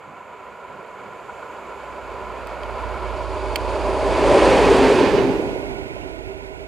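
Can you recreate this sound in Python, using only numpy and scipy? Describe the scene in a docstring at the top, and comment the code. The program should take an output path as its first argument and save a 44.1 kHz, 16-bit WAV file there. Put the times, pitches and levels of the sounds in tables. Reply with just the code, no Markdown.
"""A rolling roar swells, passes and fades: a lone diesel locomotive on straight track through forest.
Wheel and rail roughness sets the track ringing and pinging; the roar's colour and stereo image
change with the direction it comes from. The idling engine's exhaust throbs and drops in pitch
as it passes. Around it: a few sharp ticks close by, light puffs of wind, a thin hiss."""
import sys
import numpy as np
from scipy import signal
from scipy.fft import rfft, irfft
from scipy.io import wavfile

SR = 44100
rng = np.random.default_rng(int(sys.argv[2]) if len(sys.argv) > 2 else 0)


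def int16_out(signal):
    """Quantize to a 16-bit WAV file."""
    q = np.round(np.clip(np.atleast_2d(signal).T, -1, 1) * 32767)
    wavfile.write(sys.argv[1], SR, q.astype(np.int16))


N = 294162
SPEED_M_S, ABEAM_S, TRACK_DISTANCE_M = 22.38, 4.757, 6.98


def from_db(db):
    """Decibels to gain."""
    return 10 ** (np.asarray(db) / 20)


def in_time(table):
    """Columns of a time table at every sample."""
    times_s, *columns = np.transpose(table)
    return [np.interp(np.arange(N) / SR, times_s, column) for column in columns]


def at_hz(table, hz):
    """Columns of a frequency table, interpolated on a log axis."""
    points_hz, *columns = np.transpose(table)
    return [np.interp(np.log(hz), np.log(points_hz), column) for column in columns]


def bandpass(x, edges_hz, order=2):
    """Butterworth band-pass."""
    return signal.sosfilt(signal.butter(order, edges_hz, "band", fs=SR, output="sos"), x)


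def drift(rate_hz):
    """Slow random wander, rms 1."""
    hop, settle = 40, 2000
    pole = np.exp(-2 * np.pi * hop * rate_hz / SR)
    white = rng.standard_normal(N // hop + settle + 2)
    slow = signal.lfilter([1], [1, -2 * pole, pole * pole], white)[settle:]
    return np.interp(np.arange(N) / hop, np.arange(len(slow)), slow / slow.std())


def stereo_noise(colour, image, resonances=(), top_hz=14400):
    """Coloured noise with resonances, partly correlated between channels; right rms 1."""
    hz = np.maximum(np.fft.rfftfreq(N, 1 / SR), 10)
    right_db, = at_hz(colour, hz)
    left_db, correlation = at_hz(image, hz)
    for centre_hz, width_hz, lift_db in resonances:
        right_db += lift_db / (1 + np.abs(2 * (hz - centre_hz) / width_hz) ** 3)
    right_db -= 24 * np.maximum(np.log2(colour[0][0] / hz), 0)   # roll-off below the table
    right_db -= 10 * np.log10(1 + (hz / top_hz) ** 80)
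    shared, own = rfft(rng.standard_normal((2, N)))
    left = from_db(left_db) * (correlation * shared + np.sqrt(1 - correlation ** 2) * own)
    pair = irfft(from_db(right_db) * np.array([left, shared]), N)
    return pair / pair[1].std()


def emission_time(ahead_m=0):
    """When the sound now arriving left a point ahead of the locomotive's middle; gives Doppler shift."""
    t = np.arange(N) / SR
    sent_s = t
    for _ in range(4):
        sent_s = t - np.hypot(SPEED_M_S * (sent_s - ABEAM_S) + ahead_m, TRACK_DISTANCE_M) / 343
    return sent_s


def beyond(past_m, knee_m=1.6):
    """Distance past a mark, easing to zero before it."""
    return knee_m * np.logaddexp(0, past_m / knee_m)


def zone_db(name, along_m, half_length_m=6):
    """A layer's level by distance to the locomotive's nearest part; it fades outside its zone."""
    # layer: (level [dB], loss [dB/distance doubling], start [m past abeam], end [m past abeam],
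    # fade before [dB/m], fade after [dB/m])
    zones = {"far": (-18.5, 5, -78, -39, 0.02, 2), "near": (-18, 4, -29, -6.5, 0.2, 1),
             "drone": (-12, 4, -4.5, 9, 0.7, 1.5), "rumble": (-9, 3.5, -12, 10, 1.65, 2),
             "ring": (-14, 6, -12, 5.5, 0.8, 1.05), "rattle": (-9.5, 1, -10.5, 8, 2, 3),
             "sizzle": (-8.5, 1.5, -9.5, 5, 1.3, 1.5), "gone": (-25, 1.3, 8.5, 17, 4, 0.2),
             "wheel": (-20.5, 4, -13.5, -10, .5, 1.5), "top": (-10.5, -4, -5, 8, 1.3, 1.5),
             "sinking": (-19, 5.5, -7.5, -1.5, 1.5, .5)}
    level_db, doubling_db, start_m, end_m, before_db_m, after_db_m = zones[name]
    distance_m = np.hypot(np.maximum(np.abs(along_m) - half_length_m, 0), TRACK_DISTANCE_M)
    outside_db = before_db_m * beyond(start_m - along_m) + after_db_m * beyond(along_m - end_m)
    return level_db - doubling_db * np.log2(distance_m / TRACK_DISTANCE_M) - outside_db


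def hiss(correlation=0.63):
    """Thin, faint treble noise."""
    # spectrum: (frequency [Hz], relative density [dB])
    colour = [(4000, -20), (6100, -7), (6700, 2), (7700, 1), (8000, -10), (11000, -11.5), (14500, -12)]
    # envelope: (time [s], level [dB])
    envelope = [(0, -67.5), (.75, -66.5), (1.35, -62), (3.5, -65), (5.7, -67), (6.67, -67.5)]
    # (frequency [Hz], left minus right [dB], correlation)
    image = [(7000, -0.5, correlation), (11100, 1.5, correlation), (12100, -16, correlation)]
    level_db, = in_time(envelope)
    return from_db(level_db) * stereo_noise(colour, image)


def wind_puffs(half_width_s=0.06, band_hz=(131, 290), left_db=-5):
    """Light wind on the microphone: soft lumps of low noise."""
    # (time [s], level [dB])
    puffs = [(.1, -48), (.75, -45.5), (1.07, -47)]
    t = np.arange(N) / SR
    lumps = sum(from_db(db) * np.exp(-((t - at_s) / half_width_s) ** 2) for at_s, db in puffs)
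    low = bandpass(rng.standard_normal(N), band_hz)
    return lumps * low / low.std() * from_db([[left_db], [0]])


def ticks(treble_from_hz=6000):
    """Sharp ticks close by: a clean pulse and a short crackle drive broad resonances."""
    # bursts: (time [s], drive level [dB], length [s], treble offset [dB])
    bursts = [(2.4715, -32.5, 0.0021, 4), (2.634, -32, .002, -12), (3.5583, -11.5, 0.0036, -1.5),
              (3.562, -19, 0.0018, -6)]
    # resonances: (frequency [Hz], width [Hz], gain [dB], left minus right [dB])
    resonances = [(2400, 350, 7.5, -7.5), (3080, 150, 7.5, -8), (4430, 130, 5, -10), (8100, 2900, -15, 8.5),
                  (13300, 2000, -8, -15)]
    t = np.arange(round(0.02 * SR)) / SR
    snap = 4.6 * np.exp(-((t - 0.0002) / 0.00005) ** 2)
    drive = np.zeros((2, N))   # rows: low, treble
    for at_s, db, length_s, treble_db in bursts:
        crackle = rng.standard_normal(len(t)) / (1 + (t / length_s) ** 8)
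        start = round(at_s * SR)
        drive[:, start:start + len(t)] += from_db([[db], [db + treble_db]]) * (crackle - snap)
    out = np.zeros((2, N))
    for hz, width_hz, db, left_db in resonances:
        radius = np.exp(-np.pi * width_hz / SR)
        gain = (1 - radius ** 2) / 2
        feedback = [1, -2 * radius * np.cos(2 * np.pi * hz / SR), radius ** 2]
        rung = signal.lfilter([gain, 0, -gain], feedback, drive[int(hz > treble_from_hz)] + 1e-18)
        out += from_db([[db + left_db], [db]]) * rung
    return out


def track_pings():
    """A track mode briefly swells and dies as a rough spot is rolled over."""
    # (time [s], frequency [Hz], peak [dB], length [s], left minus right [dB])
    pings = [(1.297, 1390, -28.5, 0.0049, 0), (1.43, 1024, -30, 0.0046, 0),
             (1.432, 1414, -30, 0.0082, -2.5), (1.892, 1010, -33.5, 0.055, 0),
             (4.319, 599.6, -14, 0.014, 2), (4.353, 560, -12, 0.0081, 2), (4.71, 393.7, -9, 0.02, 1),
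             (4.845, 265, -17.5, 0.097, -0.5), (5.277, 266.3, -18.5, 0.093, -1.5),
             (5.966, 604, -25, 0.0063, -9), (4.373, 447.5, -10, 0.019, 1.5), (4.65, 2500, -19, 0.014, -0.5),
             (5.398, 400.4, -13, 0.0094, -5.5), (5.563, 450, -13.5, 0.0042, -10),
             (6.024, 2780, -41, .025, -13), (5.07, 2490, -29, .03, -5), (5.185, 2920, -31, 0.035, -11)]
    t, out = np.arange(N) / SR, np.zeros((2, N))
    for at_s, hz, db, length_s, left_db in pings:
        span = slice(round((at_s - 2 * length_s) * SR), round((at_s + 2 * length_s) * SR))
        swell = np.exp(-(2 * (t[span] - at_s) / length_s) ** 2)
        tone = np.sin(2 * np.pi * (hz * t[span] + rng.random()))
        out[:, span] += from_db([[db + left_db], [db]]) * swell * tone
    return out


def exhaust(crank_hz=4.73, phase_zero_s=2.49, behind_m=4.5, left_db=-23):
    """Twelve uneven firings a turn: neighbouring crank orders beat, swelling once per turn."""
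    # exhaust tones: (crank order, relative level [dB], polarity)
    orders = [(11, -2.5, 1), (12, 0, 1), (13, -8, -1), (14, -15, 1), (16, -19, -1), (17, -18, 1),
              (18, -13, 1)]
    # envelope: (time [s], gain [dB])
    envelope = [(0.0, -66), (1.45, -58), (1.9, -44.5), (2.56, -36), (2.8, -28), (3.6, -27), (4.12, -25.5),
                (4.72, -22.5), (4.9, -29), (5.3, -40), (5.55, -43), (6.67, -38)]
    sent_s = emission_time(-behind_m)
    crank_rad = 2 * np.pi * crank_hz * (sent_s - sent_s[round(phase_zero_s * SR)])
    tones = sum(sign * from_db(db + drift(1.5)) * np.cos(order * crank_rad) for order, db, sign in orders)
    gain_db, = in_time(envelope)
    flutter_db = 4 * drift(7.1)
    return tones * from_db([gain_db + left_db + flutter_db, gain_db])


def wheel_ring(centre_hz=560.6, width_hz=71, front_bogie_m=6.0):
    """The leading wheels ring in a noise band that drops in pitch as they pass."""
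    rung = bandpass(rng.standard_normal(N + SR), [centre_hz - width_hz / 2, centre_hz + width_hz / 2])
    read_s = emission_time(front_bogie_m) + 1   # 1 s lead-in covers the travel time
    return np.interp(read_s * SR, np.arange(N + SR), rung / rung.std())


def sinking_ring(width_hz=86):
    """A broad ring that sinks in pitch as the body passes."""
    # glide: (time [s], centre [Hz])
    glide = [(4.1, 608.6), (4.45, 540), (4.75, 439.9), (5.1, 387.7), (5.5, 310.5)]
    centre_hz, = in_time(glide)
    lowpass = signal.butter(2, width_hz / 2, fs=SR, output="sos")
    slow = signal.sosfilt(lowpass, rng.standard_normal((2, N)))
    phase = 2 * np.pi * np.cumsum(centre_hz) / SR
    rung = slow[0] * np.cos(phase) + slow[1] * np.sin(phase)
    return rung / rung.std()


def track_roar():
    """Roughness rings the track: one stereo noise per direction (far, near, beside, gone)."""
    # spectra: (frequency [Hz], relative density [dB])
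    far = [(42.0, -24), (90.0, -7.5), (140.0, -8), (230.0, -5.5), (330.0, -8), (520.0, 1.5), (780.0, -1.5),
           (1200.0, -6), (1800.0, -11.5), (3000.0, -17.5), (5500.0, -42.5), (8500.0, -70), (11500.0, -43),
           (15000.0, -44)]
    near = [(35.0, -10), (90.0, -1.5), (140.0, -7), (230.0, -13.5), (330.0, -4), (520.0, -3.5), (780.0, -6),
            (1200.0, -12), (1800.0, -19.5), (3000.0, -21.5), (5500.0, -33.5), (8500.0, -40.5),
            (11500.0, -50.5), (15000.0, -59)]
    beside = [(35.0, -9), (90.0, -4.5), (140.0, -2), (230.0, -5), (330.0, -2), (520.0, 0.5), (780.0, 3),
              (1200.0, -15), (1800.0, -15.5), (3000.0, -20), (5500.0, -33), (8500.0, -34.5),
              (11500.0, -51.5), (15000.0, -48)]
    gone = [(35.0, 2), (90.0, 4.5), (140.0, 3.5), (230.0, -5.5), (330.0, 1), (520.0, -6), (780.0, -3),
            (1200.0, -14.5), (1800.0, -7.5), (3000.0, -17), (5500.0, -29.5), (8500.0, -35.5),
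            (11500.0, -41), (15000.0, -47)]
    # stationary track resonances and dips: (frequency [Hz], width [Hz], lift [dB] per direction)
    modes = [(262, 35, 1, 1, 4, 5), (375, 100, 0, 0, 4, -1), (388, 50, 4, 8, 5, 9), (389, 20, 0, 1, 0, 4),
             (450, 60, 3, 0, -3, 4), (510, 50, 2, 1, 2, 3), (605, 70, 0, 8, 2, 3), (638, 30, 0, 0, 0, 7),
             (715, 60, 1, -3, -3, 2), (860, 70, 0, 4, 3, 0), (970, 40, 3, 1, 0, 4), (1005, 100, 9, 8, 3, 5),
             (1110, 100, 1, 1, 1, -4), (1375, 180, 7, 2, 0, -1), (1460, 50, 4, 2, 0, 9),
             (1525, 60, -4, -1, 0, -2), (1700, 300, 1, 2, 1, -7), (2230, 150, 7, 5, 2, 5),
             (2500, 280, 4, 5, 3, 4), (2760, 60, 0, 0, 0, 5), (4650, 750, 6, 6, 4, 1),
             (6900, 900, 2, 4, 0, 0), (9100, 900, 3, 6, 3, 0), (11300, 900, 4, 4, 1, 2)]
    # stereo image: (frequency [Hz], then per direction: left minus right [dB], correlation)
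    image = [(90.0, -11.0, 0.91, -24.0, 0.24, -21.0, -0.65, -12.0, -0.93),
             (140.0, -9.0, 0.9, -15.0, -0.68, -16.0, 0.88, -8.0, -0.96),
             (230.0, -6.0, 0.92, -8.0, 0.9, -1.0, 0.98, -14.0, -0.79),
             (290.0, -8.0, 0.93, -5.0, 0.95, 0.0, 0.99, -18.0, -0.5),
             (390.0, -7.0, 0.95, -3.0, 0.99, 0.0, 1.0, -8.0, 0.98),
             (510.0, -7.0, 0.97, -3.0, 0.99, 0.0, 0.99, -16.0, 0.8),
             (620.0, -6.0, 0.98, -2.0, 0.99, -1.0, 0.99, -9.0, 0.91),
             (780.0, -4.0, 0.98, -2.0, 0.99, 0.0, 0.99, -10.0, -0.62),
             (985.0, 0.0, 0.99, 1.0, 0.99, 0.0, 0.99, -12.0, -0.76),
             (1200.0, -1.0, 0.99, 0.0, 0.99, -1.0, 0.99, -3.0, -0.97),
             (1420.0, -1.0, 0.99, -2.0, 0.96, -2.0, 0.98, -11.0, -0.4),
             (1800.0, -7.0, 0.97, -7.0, 0.96, -3.0, 0.98, -4.0, -0.96),
             (2300.0, -4.0, 0.97, -5.0, 0.97, -3.0, 0.98, -8.0, -0.96),
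             (4500.0, -9.0, 0.83, -8.0, 0.96, -3.0, 0.99, -3.0, -0.96),
             (8000.0, 0.0, 0.72, -2.0, 0.72, 0.0, 0.86, 0.0, -0.58),
             (10800.0, 1.0, 0.72, 3.0, 0.72, 4.0, 0.8, 1.0, -0.5),
             (12200.0, -18.0, 0.02, -18.0, -0.04, -15.0, 0.06, -13.0, 0.19)]
    modes, image = np.array(modes), np.array(image)
    return [stereo_noise(colour, image[:, [0, 1 + 2 * k, 2 + 2 * k]], modes[:, [0, 1, 2 + k]])
            for k, colour in enumerate((far, near, beside, gone))]


def rolling(wheel_diameter_m=1.05, fade_from_m=5.5, fade_db_m=3.5, fade_max_db=5):
    """Rough wheels on rough rail: layers fade in and out along the track, uneven once per wheel turn."""
    far, near, beside, gone = track_roar()
    edges_hz = [20, 307, 441.4, 1090, 6160, 11700, 20000]
    drone, rumble, ring, rattle, sizzle, top = [bandpass(beside, band_hz, order=3)
                                                for band_hz in zip(edges_hz, edges_hz[1:])]
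    sent_s = emission_time()
    along_m = SPEED_M_S * (sent_s - ABEAM_S)
    fade_db = np.minimum(fade_db_m * beyond(along_m - fade_from_m), fade_max_db)
    left_fade = from_db([-fade_db, np.zeros(N)])   # as the bogies move away
    layers = dict(far=far, near=near, drone=drone, rumble=rumble,
                  ring=left_fade * ring, rattle=left_fade * rattle, sizzle=left_fade * sizzle,
                  gone=gone, wheel=wheel_ring(), top=top, sinking=left_fade * sinking_ring())
    wheel_turn_db = 0.4 * np.cos(2 * SPEED_M_S / wheel_diameter_m * sent_s)
    return sum(layer * from_db(zone_db(name, along_m) + wheel_turn_db + 0.5 * drift(12))
               for name, layer in layers.items())


def scene():
    """Stereo mix: the passing locomotive over hiss, with ticks, pings and wind."""
    return hiss() + rolling() + exhaust() + ticks() + track_pings() + wind_puffs()


def record(dry, ceiling=1.3, cutoff_hz=16300):
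    """Soft clip, then a steep low-pass."""
    rounded = ceiling * np.tanh(dry / ceiling)
    return signal.sosfilt(signal.cheby2(12, 60, cutoff_hz, fs=SR, output="sos"), rounded)


dry = scene()
out = record(dry)
int16_out(out)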